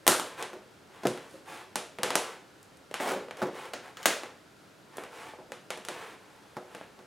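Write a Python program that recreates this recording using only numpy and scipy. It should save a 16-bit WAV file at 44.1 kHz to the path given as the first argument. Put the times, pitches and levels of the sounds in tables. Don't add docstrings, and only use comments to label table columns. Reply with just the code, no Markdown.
import sys
import numpy as np
from scipy import signal
from scipy.fft import rfft, irfft
from scipy.io import wavfile

SR = 44100
rng = np.random.default_rng(int(sys.argv[2]) if len(sys.argv) > 2 else 0)


def dump(signal):
    limited = np.clip(np.atleast_2d(signal).T, -1, 1)
    pcm = np.round(limited * 32767).astype(np.int16)
    wavfile.write(sys.argv[1], SR, pcm)


N = 311346

# (frequency [Hz], relative level [dB], decay time T60 [s])
TABLETOP_MODES = [(210, 7, 0.14), (224.3, -17, 0.083), (366, 6, 0.38), (493.5, 4, 0.34), (621, 1, 0.35),
                  (700, -15.5, 0.063), (846, 8, 0.14), (1031, 2, 0.06)]


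def amp(db):
    return 10 ** (np.asarray(db) / 20)


def unit(x):
    return x / np.sqrt(np.mean(x ** 2) + 1e-20)


def read(points, hz):
    f, value = np.transpose(points)
    return np.interp(np.log(hz + 1), np.log(f + 1), value)


def add(mix, s, sound):
    part = mix[:, max(round(s * SR), 0):][:, :sound.shape[1]]
    part += sound[:, :part.shape[1]]


def room_tone():
    # (frequency [Hz], relative level [dB])
    colour = [(12, -60.5), (20, -27.5), (86, -7.5), (177, -4), (255, -6), (277, -3), (542, -6.5),
              (1220, -12.5), (1370, -9), (1960, -16), (4670, -21), (5230, -22.5), (8890, -27.5),
              (12400, -32), (16000, -41)]
    # (frequency [Hz], correlation [0-1])
    coherence = [(25, 0.89), (100, 0.81), (1000, 0.56), (4000, 0.73), (9000, 0.94), (14000, 0.95)]
    hz = np.fft.rfftfreq(N, 1 / SR)
    left, independent = rfft(rng.standard_normal((2, N)))
    same = read(coherence, hz)
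    right = same * left + np.sqrt(1 - same ** 2) * independent
    return amp(-56) * unit(irfft(np.array([left, right]) * amp(read(colour, hz)), N))


def room(size=26000):
    # (frequency [Hz], T60 [s])
    decay = [(150, 0.27), (400, 0.5), (1040, 0.41), (2760, 0.47), (7280, 0.4), (14000, .3)]
    # (frequency [Hz], gain [dB])
    colour = [(100, 6), (400, 3.5), (1500, 1.5), (4000, 3.5), (8000, -0.5), (11000, 0), (15000, -12.5)]
    # (frequency [Hz], side over mid [dB])
    width = [(100, -27), (400, -34.5), (1200, -43), (2400, -21), (5000, -14), (9000, -10.5), (12000, -9.5)]
    hz, t, bands = signal.stft(rng.standard_normal((2, size)), SR, nperseg=256)
    t60 = read(decay, hz)[:, None]
    equal_energy = np.sqrt(np.log(1e6) / (t60 * SR))
    bands = bands * amp(read(colour, hz)[:, None] - 60 * t / t60) * equal_energy
    bands[1] *= amp(read(width, hz))[:, None]
    build_up = np.minimum(np.arange(size) / (0.0027 * SR), 1)
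    mid, side = signal.istft(bands, SR, nperseg=256)[1][:, :size] * build_up
    return np.array([mid + side, mid - side])


def pulse(colour, bass_db=0, treble_db=0, bass_hz=600, treble_hz=3500, size=2048):
    hz = np.fft.rfftfreq(size, 1 / SR)
    bass_shelf = bass_db / (1 + (hz / bass_hz) ** 4)
    treble_shelf = treble_db / (1 + (treble_hz / (hz + 1)) ** 4)
    db = read(colour, hz) + bass_shelf + treble_shelf
    log_gain = np.log(amp(np.r_[db, db[-2:0:-1]]))
    return np.fft.ifft(np.exp(np.conj(signal.hilbert(log_gain)))).real[:size // 2]


def strokes(rows, flatness, sag_db, jerk_db, jerk_hz=25):
    t = np.arange(N) / SR
    level = np.zeros(N)
    for middle, length, db in rows:
        along = np.clip(2 * (t - middle) / length, -4, 4)
        level += np.exp(-abs(along) ** flatness) * amp(db - sag_db * along)
    knots = np.arange(400) / jerk_hz
    unevenness = np.interp(t, knots, rng.standard_normal(len(knots)))
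    return level * amp(jerk_db * unevenness)


def friction(level, colour, slips_per_s, spread_db, wet_db):
    sizes = amp(spread_db * np.minimum(rng.exponential(1, N), 4)) * rng.standard_normal(N)
    slips = unit(sizes * (rng.random(N) < slips_per_s / SR))
    path = amp(wet_db) * room()
    path[:, 0] += 1
    path = signal.fftconvolve(path, pulse(colour)[None], axes=1)
    return signal.fftconvolve((slips * level)[None], path / np.linalg.norm(path[0]), axes=1)[:, :N]


def struck(modes, ring_db, chatter_db, chatter_s, size=10000):
    t = np.arange(size) / SR
    ring = sum(amp(db) * 1e-3 ** (t / t60) * np.sin(2 * np.pi * (hz * t + rng.random()))
               for hz, db, t60 in modes)
    ring *= amp(ring_db) / np.linalg.norm(ring)
    chatter = rng.standard_normal(size) * np.exp(-t / chatter_s)
    chatter *= amp(chatter_db) / np.linalg.norm(chatter)
    return (t == 0) + ring + chatter


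def blows(rows, colour, modes, ring_db, chatter_db, chatter_s, wet_db, bass_hz, treble_hz):
    out = np.zeros((2, N))
    attack = SR // 40
    for s, db, bass_db, treble_db in rows:
        body = struck(modes, ring_db, chatter_db, chatter_s)
        path = amp(wet_db) * room()
        add(path, 0, np.array([body, body]))
        push = pulse(colour, bass_db, treble_db, bass_hz, treble_hz)
        sound = signal.fftconvolve(path, push[None], axes=1)
        add(out, s, amp(db) * sound / np.sqrt(np.mean(sound[:, :attack] ** 2)))
    return out


def sleeve_brushes():
    # (centre time [s], duration [s], level [dB])
    rows = [(1.33, 0.14, -58.5), (1.54, 0.14, -53), (4.65, 0.1, -69.5), (5.22, 0.27, -60.5), (6.4, 1, -70)]
    # (frequency [Hz], relative level [dB])
    colour = [(100, -2), (1000, 7), (4500, 0.5), (6500, -1), (9700, 1), (12500, -6), (16000, -19.5)]
    level = strokes(rows, flatness=3.4, sag_db=2.5, jerk_db=2.0)
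    return friction(level, colour, slips_per_s=12000, spread_db=6.0, wet_db=-1.5)


def wire_slides():
    # (centre time [s], duration [s], level [dB])
    rows = [(.28, 0.29, -48.5), (.405, 0.053, -38.5), (1.1, 0.38, -51), (1.555, 0.17, -44),
            (2.21, 0.3, -44.5), (3.22, 0.096, -53), (3.41, 0.073, -44), (3.61, 0.16, -42.5),
            (3.87, 0.084, -47), (4.01, 0.063, -46.5), (4.24, 0.082, -52), (4.99, 0.15, -53.5),
            (5.22, 0.21, -45), (6.01, 0.25, -45.5), (6.32, 0.82, -61.5), (6.78, 0.18, -54),
            (7.0, .08, -62.5)]
    # (frequency [Hz], relative level [dB])
    colour = [(50, -69), (120, -7), (244, -23.5), (335, 0.5), (583, -1.5), (850, 2.5), (1300, -1),
              (2000, -4), (3200, -10.5), (4870, -19), (9020, -19.5), (12100, -25.5), (16000, -30)]
    level = strokes(rows, flatness=4.4, sag_db=0.9, jerk_db=1.35)
    return friction(level, colour, slips_per_s=6000, spread_db=1.0, wet_db=-3.0)


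def coil_judders():
    # (centre time [s], duration [s], level [dB])
    rows = [(.562, .04, -50.5), (1.092, 0.053, -36), (1.352, 0.036, -49.5), (3.138, 0.11, -33),
            (3.405, 0.036, -42.5), (3.465, 0.047, -36)]
    # (frequency [Hz], relative level [dB])
    colour = [(50, -45), (130, -19), (250, -11), (350, -0.5), (450, -2), (570, -3), (700, -14.5),
              (880, -13.5), (1200, -18), (3000, -28.5), (15000, -44)]
    level = strokes(rows, flatness=6, sag_db=1.5, jerk_db=0.7)
    return friction(level, colour, slips_per_s=800, spread_db=0.4, wet_db=-3.5)


def coil_drags():
    # (centre time [s], duration [s], level [dB])
    rows = [(3.032, 0.057, -29.5), (3.105, 0.093, -33.5)]
    # (frequency [Hz], relative level [dB])
    colour = [(60, -37), (110, -33), (185, -10), (400, -5.5), (721, 0.5), (1300, -7), (2200, -12),
              (3700, -20), (4770, -22.5), (8460, -21.5), (15000, -32.5)]
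    level = strokes(rows, flatness=3.7, sag_db=2.0, jerk_db=-1.9)
    return friction(level, colour, slips_per_s=6600, spread_db=1.5, wet_db=-5.5)


def coil_knocks():
    # (time [s], level [dB], bass shelf [dB], treble shelf [dB])
    rows = [(.5325, -43, 6.5, 4), (1.0344, -40.5, 10, 8), (1.0535, -25, 14, 2), (1.0565, -26.5, 10, -2),
            (3.4188, -31, -15.5, -4), (3.426, -28.5, 5.5, 0), (5.336, -49.5, -9, -16),
            (5.387, -47.5, -10.5, -30), (5.504, -53.5, 6, -20), (6.5678, -37.5, 0, -0.5),
            (6.991, -52, 9, 5)]
    # (frequency [Hz], relative level [dB])
    colour = [(30, -28), (70, -41), (130, -8), (220, -6), (350, -2.5), (550, 1), (750, -1.5), (1000, -5.5),
              (1500, -9.5), (3000, -24.5), (6000, -27), (14000, -39)]
    return blows(rows, colour, TABLETOP_MODES, ring_db=-8.5, chatter_db=5.0, chatter_s=0.0099,
                 wet_db=0.5, bass_hz=430, treble_hz=1500)


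def edge_clinks():
    # (time [s], level [dB], bass shelf [dB], treble shelf [dB])
    rows = [(3.7354, -37, 8.5, -15), (3.9704, -46, -4, -15), (4.0301, -45.5, -14, -9),
            (4.0574, -19.5, 6, -3)]
    # (frequency [Hz], relative level [dB])
    colour = [(30, -29), (80, -44), (200, -15), (380, -7.5), (570, -1), (1000, -5), (1600, 0.5), (2200, -5),
              (3000, -7), (4500, -10), (6700, -6.5), (9000, -7), (11500, -12), (15000, -7)]
    # (frequency [Hz], relative level [dB], decay time T60 [s])
    modes = [(694, -15, 0.19), (1107, 5, 0.1), (1420, 6, 0.087), (1635, 6, 0.24), (2000, 1.5, 0.47),
             (2980, 29, 0.022), (3450, -6, 1), (4420, 10, 0.22), (5830, -12, .2), (6900, 17, 0.11),
             (6670, 2, 0.39), (8280, -17, .25), (9300, -5, 0.26), (9700, 1, .1), (12500, -10, .08)]
    return blows(rows, colour, modes, ring_db=-2.0, chatter_db=4.5, chatter_s=0.0059,
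                 wet_db=5.5, bass_hz=700, treble_hz=8000)


def wire_taps():
    # (time [s], level [dB], bass shelf [dB], treble shelf [dB])
    rows = [(.4261, -36.5, -0.5, 4), (1.0701, -35, -13, 9.5), (1.1759, -46.5, -5, -3),
            (1.7574, -30.5, 3, 10.5), (1.9866, -38.5, 7, -4), (2.0331, -27, 3, 6.5), (2.1051, -31, 0, 0.5),
            (2.1552, -23.5, 4.5, 12), (2.6299, -61.5, -4, 28), (2.7712, -64.5, -0.5, 16),
            (2.9126, -43.5, 9.5, 0.5), (2.9414, -34.5, -9, 1), (3.0012, -35.5, 1, -10),
            (3.2851, -46.5, 5, -9), (3.31, -42, -3, -5), (3.371, -51, 1, 5), (3.6551, -48, 12, 7),
            (4.2348, -40.5, 6.5, -1.5), (4.9831, -38.5, 3, -27), (5.0373, -44.5, 3, -1),
            (5.52, -40.5, 1.5, 2.5), (5.7046, -35, -3, 2), (5.7748, -45.5, 12, 9.5),
            (5.8504, -46.5, -6, 9.5), (5.886, -36, 2.5, 5), (6.7491, -44, 5, 1), (6.8124, -45.5, 5.5, -18)]
    # (frequency [Hz], relative level [dB])
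    colour = [(30, -42), (80, -26.5), (150, -9), (300, -3), (500, 3), (900, 1.5), (1600, -0.5), (2800, -4),
              (4700, -13.5), (7000, -14), (10000, -16), (13000, -24), (15500, -30)]
    return blows(rows, colour, TABLETOP_MODES, ring_db=-14.0, chatter_db=0.0, chatter_s=0.0029,
                 wet_db=1.0, bass_hz=810, treble_hz=4200)


def wire_slaps():
    # (time [s], level [dB], bass shelf [dB], treble shelf [dB])
    rows = [(.0669, -26, 0, 0.5), (.0781, -16.5, -1, 5), (.1191, -29, -3, -9), (.1976, -33, 1, -2),
            (4.9701, -47, 6, 5.5)]
    # (frequency [Hz], relative level [dB])
    colour = [(30, -42.5), (80, -23.5), (170, -8.5), (350, -0.5), (850, -1), (1350, 0.5), (2300, -11.5),
              (3200, -8.5), (5000, -12.5), (9500, -8), (10700, -13), (12300, -11), (13600, -13.5),
              (16000, -25)]
    return blows(rows, colour, TABLETOP_MODES, ring_db=-12.5, chatter_db=7, chatter_s=0.0016,
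                 wet_db=6.5, bass_hz=703, treble_hz=5444)


def scene():
    impacts = wire_slaps() + wire_taps() + coil_knocks() + edge_clinks()
    rubbing = wire_slides() + coil_drags() + coil_judders() + sleeve_brushes()
    return impacts + rubbing + room_tone()


def record(dry):
    low_hz, high_hz = 40, 16300
    highpass = signal.butter(1, low_hz, "highpass", fs=SR, output="sos")
    lowpass = signal.firwin(255, high_hz, window=("kaiser", 8), fs=SR)
    clipped = np.clip(dry, -1, 1)
    return signal.oaconvolve(signal.sosfilt(highpass, clipped), lowpass[None], "same")


dry = scene()
out = record(dry)
dump(out)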